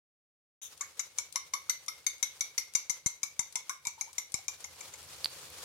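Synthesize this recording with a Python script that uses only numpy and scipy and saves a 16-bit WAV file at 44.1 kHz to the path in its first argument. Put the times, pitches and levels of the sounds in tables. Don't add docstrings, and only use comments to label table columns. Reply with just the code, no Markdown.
import sys
import numpy as np
from scipy import signal
from scipy.fft import rfft, irfft, next_fast_len
from scipy.io import wavfile
from scipy.ndimage import uniform_filter1d

SR = 44100
rng = np.random.default_rng(int(sys.argv[2]) if len(sys.argv) > 2 else 0)


def to_wav(s):
    ch = np.atleast_2d(s).T
    pcm = np.round(np.clip(ch, -1, 1) * 32767)
    wavfile.write(sys.argv[1], SR, pcm.astype(np.int16))


N = 248724
T = np.arange(N) / SR
RING_T = T[:2600]

# start_s, force_db, edge_db, spoon_hz, plate_hz, skid_s
# edge_db is high when the spoon's rim lands and low when its back does.
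STROKES = [(0.8095, -3.8, 4.5, 6600, 2166, 0.0073), (0.994, -1.5, 2, 6040, 2168, 0.0065),
           (1.1846, -0.5, 3, 5890, 2210, 0.0051), (1.358, 0.5, -1, 5690, 2135, 0.0018),
           (1.5364, -0.5, -6, 5850, 2190, 0.0023), (1.696, 3, -4.5, 5930, 2080, 0.0009),
           (1.882, -3.5, -9, 5680, 2113, 0.0027), (2.0653, 3, -5.5, 6390, 2200, 0.0021),
           (2.2275, 3, -4.5, 6040, 2195, 0.0044), (2.408, 1.05, -3.5, 5760, 2266, 0.0048),
           (2.579, 2.3, -4, 5620, 2135, 0.0061), (2.7505, 4, 2.5, 6040, 2213, 0.0059),
           (2.8967, 2, 0, 6070, 2120, 0.0092), (3.0605, 2.25, 3, 6100, 2137, 0.009),
           (3.2311, 0.5, 1.5, 6200, 2255, 0.0039), (3.393, 0.5, 4.5, 6040, 2075, 0.0034),
           (3.5557, -0.5, -0.5, 5730, 2162, 0.0024), (3.6949, -3.5, 0, 5610, 2194, 0.00089),
           (3.852, -10.5, -9, 7300, 2330, 0.00052), (3.87, -2, 2.5, 6000, 2260, .002),
           (4.0103, -3, 0, 6300, 2280, 0.0015), (4.1814, -1, 0.5, 5960, 2140, 0.0038),
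           (4.3414, -1, 1.5, 5430, 2233, 0.0015), (4.4813, -3, 2.5, 5750, 2347, 0.0031),
           (4.642, -9, 0, 5900, 2134, 0.0047), (4.8077, -13.5, 1.5, 7640, 2300, .004),
           (4.938, -18.5, 5, 6140, 2160, 0.0025)]


def amp(db):
    return 10 ** (np.asarray(db) / 20)


def unit_rms(x):
    return x / np.sqrt(np.mean(x ** 2) + 1e-20)


def curve_at(points, hz):
    knots_hz, values = np.transpose(points)
    return np.interp(np.log(hz + 1), np.log(knots_hz + 1), values)


def add(mix, start_s, sound):
    part = mix[:, round(start_s * SR):][:, :sound.shape[-1]]
    part += sound[..., :part.shape[1]]


def colour(x, gain):
    size = next_fast_len(x.shape[-1] + 2048)
    return irfft(rfft(x, size) * gain(np.fft.rfftfreq(size, 1 / SR)), size)[..., :x.shape[-1]]


def shaped(x, spectrum):
    return unit_rms(colour(x, lambda hz: amp(curve_at(spectrum, hz))))


def bandpass(x, low_hz, high_hz):
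    return signal.sosfilt(signal.butter(2, [low_hz, high_hz], "band", fs=SR, output="sos"), x)


def decay(t60_s):
    return amp(-60 * RING_T / t60_s)


def ring(modes, spread_db=0., detune=0., count=5):
    hz, db, t60_s = np.repeat(modes, count, axis=0).T[:, :, None]
    weight, shift, left, right = rng.standard_normal((4, len(hz), 1))
    cycles = hz * (1 + detune * shift) * RING_T + np.array([left, right]) * np.minimum(hz / 14000, .5)
    return (amp(db + spread_db * weight) * decay(t60_s) * np.sin(2 * np.pi * cycles)).sum(1)


def crack(t60_s, low_hz, high_hz):
    return bandpass(rng.standard_normal((2, len(RING_T))) * decay(t60_s), low_hz, high_hz)


def struck(response, db, contact=np.ones((1, 1))):
    x = signal.fftconvolve(response, contact, axes=1)[:, :len(RING_T)]
    return amp(db) * x / np.sqrt((x ** 2).sum(1, keepdims=True) / (SR / 50))


def panned(x, balance):
    return colour(x, lambda hz: amp(np.array([[.5], [-.5]]) * curve_at(balance, hz)))


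def diffuse_noise():
    # frequency_hz, coherence
    likeness = [(60, 0.96), (300, 0.81), (640, 0.93), (1400, 0.56), (3100, 0.095), (7000, 0.019)]
    coherence = lambda hz: np.clip(curve_at(likeness, hz), 0, 1)
    left, unrelated = rng.standard_normal((2, N))
    right = colour(left, coherence) + colour(unrelated, lambda hz: np.sqrt(1 - coherence(hz) ** 2))
    return np.array([left, right])


def kitchen(x, first_echo_s=0.0048):
    # frequency_hz, t60_s
    reverb_times = [(200, 0.26), (1200, 0.26), (2200, 0.38), (3500, 0.36), (6000, 0.25), (9200, 0.18),
                    (15000, 0.29)]
    size = SR // 2
    taps = rng.standard_normal((2, size)) * (rng.random((2, size)) < .12) * (T[:size] > first_echo_s)
    hz, t, bands = signal.stft(taps, SR, nperseg=256)
    absorption = amp(-60 * t / curve_at(reverb_times, hz)[:, None])
    tail = signal.istft(bands * absorption, SR, nperseg=256)[1]
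    return signal.fftconvolve(x, tail / np.linalg.norm(tail[0]), axes=1)[:, :N]


def wok(bubbles_per_s=3000, size_db=4.0, pitches=16, burner_db=-12):
    # time_s, level_db
    levels = [(.62, -59), (1.5, -59.5), (2.3, -59.5), (3.4, -61.5), (4.25, -60.5), (4.95, -50), (5.4, -49),
              (5.63, -50)]
    # frequency_hz, gain_db
    sizzle_spectrum = [(150, -39), (250, -17.5), (367, -7.5), (538, 1.5), (640, -7.5), (686, -5),
                       (1020, -2), (1850, -5), (2160, -3.5), (4650, -1.5), (6590, -2), (7700, -5),
                       (12500, -9.5), (16000, -16)]
    burner_spectrum = [(20, -45), (45, -25), (80, 4), (110, -6), (150, -2), (200, -14), (300, -10.5),
                       (500, -9.5), (800, -21.5), (1500, -23)]
    bubbles, t = np.zeros((2, N)), T[:400]
    for hz in np.geomspace(600, 14000, pitches):
        cycles = hz * t
        chirp = np.sin(2 * np.pi * cycles * (1 + 0.016 * np.minimum(cycles, 10))) * np.exp(-cycles / 3)
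        onsets = rng.integers(0, N, round(bubbles_per_s * T[-1] / pitches))
        sizes = np.minimum(rng.exponential(1, len(onsets)), 4)
        impulses = np.zeros((2, N))
        impulses[:, onsets] = amp(size_db * sizes) * rng.normal(0.27, 1, (2, len(onsets)))
        bubbles += signal.oaconvolve(impulses, hz * chirp[None], axes=1)[:, :N]
    flutter = unit_rms(uniform_filter1d(rng.standard_normal(N), size=1500))
    steam = diffuse_noise() * amp(3.2 * flutter)
    sizzle = shaped(unit_rms(bubbles) + amp(8.5) * steam, sizzle_spectrum)
    burner = shaped(diffuse_noise(), burner_spectrum)
    return (sizzle + amp(burner_db) * burner) * amp(np.interp(T, *np.transpose(levels)))


def sauce_pops():
    # start_s, level_db, pitch_hz, t60_s, relative_snap_db, spray_db
    bursts = [(5.2446, -14, 4600, 0.012, -16, -43), (5.2576, -13, 4400, 0.0059, -5, -60)]
    out = np.zeros((2, N))
    softness = signal.butter(3, 5500, fs=SR, output="sos")
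    snap_age = RING_T / .0001
    snap = (1 - snap_age) * np.exp(-snap_age)
    for start_s, db, hz, t60_s, snap_db, spray_db in bursts:
        cavity = np.sin(2 * np.pi * hz * RING_T) * decay(t60_s) * (1 - np.exp(-RING_T / 0.000067))
        pop = signal.sosfilt(softness, cavity + amp(snap_db) * snap)
        spray = struck(crack(t60_s=0.044, low_hz=8100, high_hz=12400), spray_db)
        add(out, start_s, (amp(db) * pop + spray) * amp([[-2], [2]]))
    return out


def plate_thuds(hz=100, t60_s=0.022):
    # start_s, level_db
    shoves = [(2.7507, -50), (2.899, -51.5), (3.061, -37.5), (3.232, -56.5), (3.3932, -49), (3.557, -60.5),
              (3.8717, -54.5), (4.344, -44.5)]
    out = np.zeros((2, N))
    envelope = decay(t60_s) * (1 - np.exp(-RING_T / 0.0001))
    swing = -np.cos(2 * np.pi * hz * RING_T + np.array([[0], [.8]])) * envelope
    for start_s, db in shoves:
        add(out, start_s, struck(swing, db) * amp([[0], [-17]]))
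    return out


def spoon_drag(start_s=0.614, attack_s=0.015, hold_s=0.056, release_s=.07, sag_db_per_s=104):
    # frequency_hz, gain_db
    scrape_spectrum = [(1000, -19), (2900, -1.5), (3800, 8.5), (4600, -37), (5800, 9), (6600, 13),
                       (8000, -7), (11500, 3), (15500, -9)]
    slips = rng.standard_normal((2, N)) * (rng.random(N) < .15)
    age_s = np.maximum(T - start_s, 0)
    fall_db = sag_db_per_s * age_s + 60 * np.maximum(age_s - hold_s, 0) / release_s
    return shaped(slips, scrape_spectrum) * np.minimum(age_s / attack_s, 1) * amp(-42.5 - fall_db)


def spoon_touches(pitch_hz=6680):
    # start_s, level_db
    grazes = [(0.776, -43), (1.178, -38), (1.325, -30.5), (1.862, -39), (2.181, -44.5), (2.394, -46),
              (2.737, -35), (3.525, -38), (4.13, -36), (4.32, -34.5), (4.605, -39)]
    out = np.zeros((2, N))
    for start_s, db in grazes:
        tick = unit_rms(ring([(pitch_hz, 0, .03)], detune=.05))
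        tick += amp(9.0) * unit_rms(crack(t60_s=0.029, low_hz=3250, high_hz=11400))
        add(out, start_s, amp(db) * tick / abs(tick).max())
    return out


def egg_glugs(length_s=0.024, wobble_octaves=0.054):
    # start_s, level_db, pitch_hz, rise_octaves
    pockets = [(0.808, -39, 1117, 0.038), (0.823, -48, 1396, 0.99), (1.357, -36, 990, 0.27),
               (1.537, -32, 1094, .07), (1.691, -44.5, 1305, 0.4), (1.88, -41.5, 1161, 0.18),
               (3.393, -45, 896, 0.16), (3.554, -42, 936, .08), (3.695, -35.5, 1044, .2),
               (3.696, -41.5, 1435, 0.245), (3.855, -43, 993, -0.16), (3.979, -48.5, 877, 0.164),
               (4.074, -51, 805, 0.52), (4.387, -53, 715, 0.2)]
    out, age = np.zeros((2, N)), RING_T / length_s
    envelope = np.tanh(age / 0.028) * np.exp(-1.4 * age ** 2)
    for start_s, db, hz, rise_octaves in pockets:
        wobble = unit_rms(uniform_filter1d(rng.standard_normal(len(age)), size=150))
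        cycles = np.cumsum(hz * 2 ** (rise_octaves * np.tanh(age) + wobble_octaves * wobble)) / SR
        add(out, start_s, amp(db) * envelope * np.sin(2 * np.pi * cycles + np.array([[0], [1.1]])))
    return out


def contact_force(skid_s, grit=2.9, rebound=0.11, settle_s=0.0098):
    t = RING_T[:1000]
    envelope = np.exp(-(t / skid_s) ** 4) + rebound * np.exp(-(t / settle_s) ** 2)
    skid = rng.standard_normal((2, len(t))) * envelope
    return grit * skid / np.linalg.norm(skid[0]) + (t == 0)


def beating(ping_octaves_per_db=0.0026, slap_octaves_per_s=-.11):
    # pitch_hz, level_db, t60_s
    body_modes = [(3070, -24, 0.12), (3625, -10, 0.062), (3745, 0.5, 0.04), (4250, -0.5, 0.026),
                  (4600, 4, 0.011), (5160, -4, 0.071)]
    clank_modes = [(5620, -6, 0.018), (5930, -0.5, 0.018), (6152, 0.5, 0.028), (6120, -1, 0.015)]
    ping_modes = [(6650, 9, 0.0094), (7173, 2, 0.034), (7370, -18, 0.037), (7240, -1.5, 0.015)]
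    top_modes = [(10040, -47, 0.032), (9430, 4, 0.024), (9730, -3, 0.06), (10430, 1.5, 0.046),
                 (11160, 7.5, 0.024), (11600, -1, 0.1), (12900, -1.5, 0.022), (14900, -22, 0.034),
                 (14700, -26, 0.017)]
    out = np.zeros((2, N))
    swell = 1 - np.exp(-RING_T / 0.02)
    for start_s, force_db, edge_db, spoon_hz, plate_hz, skid_s in STROKES:
        contact = contact_force(skid_s)
        clank = ring(clank_modes, spread_db=4.0, detune=0.015)
        clank += amp(4.5) * ring([(spoon_hz, 0, .035)], detune=0.0046)
        rim_tuning = 2 ** (ping_octaves_per_db * edge_db)
        ping = ring(np.multiply(ping_modes, [rim_tuning, 1, 1]), detune=0.0098)
        body = ring(body_modes, spread_db=2.0, detune=0.021)
        top = ring(top_modes, spread_db=4.5, detune=0.0145)
        click = crack(t60_s=0.035, low_hz=2780, high_hz=11700)
        plate = ring([(plate_hz, 0, .038), (2130, -4, .024), (2290, -4, .024)], detune=0.017)
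        slap_hz = 1300 * 2 ** (slap_octaves_per_s * start_s)
        slap = crack(t60_s=0.043, low_hz=0.83 * slap_hz, high_hz=1.29 * slap_hz)
        hit = struck(clank, -33.5 + 1.35 * force_db, contact)
        hit += struck(ping, -36.5 + force_db + 0.75 * edge_db, contact)
        hit += struck(body, -44.5 + 1.02 * force_db - 0.69 * edge_db, contact)
        hit += struck(top, -44.5 + 1.06 * force_db - 0.37 * edge_db, contact)
        hit += struck(click, -46 + 1.24 * force_db, contact)
        hit += struck(swell * plate, -42.5 + 0.69 * force_db - 0.33 * edge_db)
        hit += struck(swell * slap, -52 + 0.5 * force_db + 0.51 * edge_db)
        add(out, start_s, hit)
    return bandpass(out, low_hz=700, high_hz=14800)


def scene():
    # frequency_hz, left_minus_right_db
    plate_side = [(1000, 4.5), (2200, -2), (4000, 2.5), (6000, 8.5), (12000, 1)]
    spoon = beating() + spoon_touches() + spoon_drag() + egg_glugs()
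    turn = np.searchsorted(np.transpose(STROKES)[0], T) % 2
    alternate_strokes = [spoon * (turn == k) for k in range(2)]
    echoes = sum(kitchen(part) + kitchen(part[::-1]) for part in alternate_strokes)
    pops = sauce_pops()
    direct = amp(-1.0) * panned(spoon, plate_side) + plate_thuds() + pops
    return direct + amp(-9.5) * echoes + amp(-16) * kitchen(pops) + wok()


def record(dry, start_s=0.616, cutoff_hz=15950):
    # frequency_hz, left_minus_right_db
    balance = [(60, 0.5), (200, 2.5), (400, 0.5), (1200, -1.1), (2300, -2), (4400, -0.8), (5900, -0.5),
               (7200, 5), (9000, 10), (12000, 2.5), (15000, -3.5)]
    heard = panned(dry, balance) * (T > start_s)
    lowpass = signal.firwin(511, cutoff_hz, window=("kaiser", 9), fs=SR)
    return signal.oaconvolve(heard, lowpass[None], "same")


dry = scene()
out = record(dry)
to_wav(out)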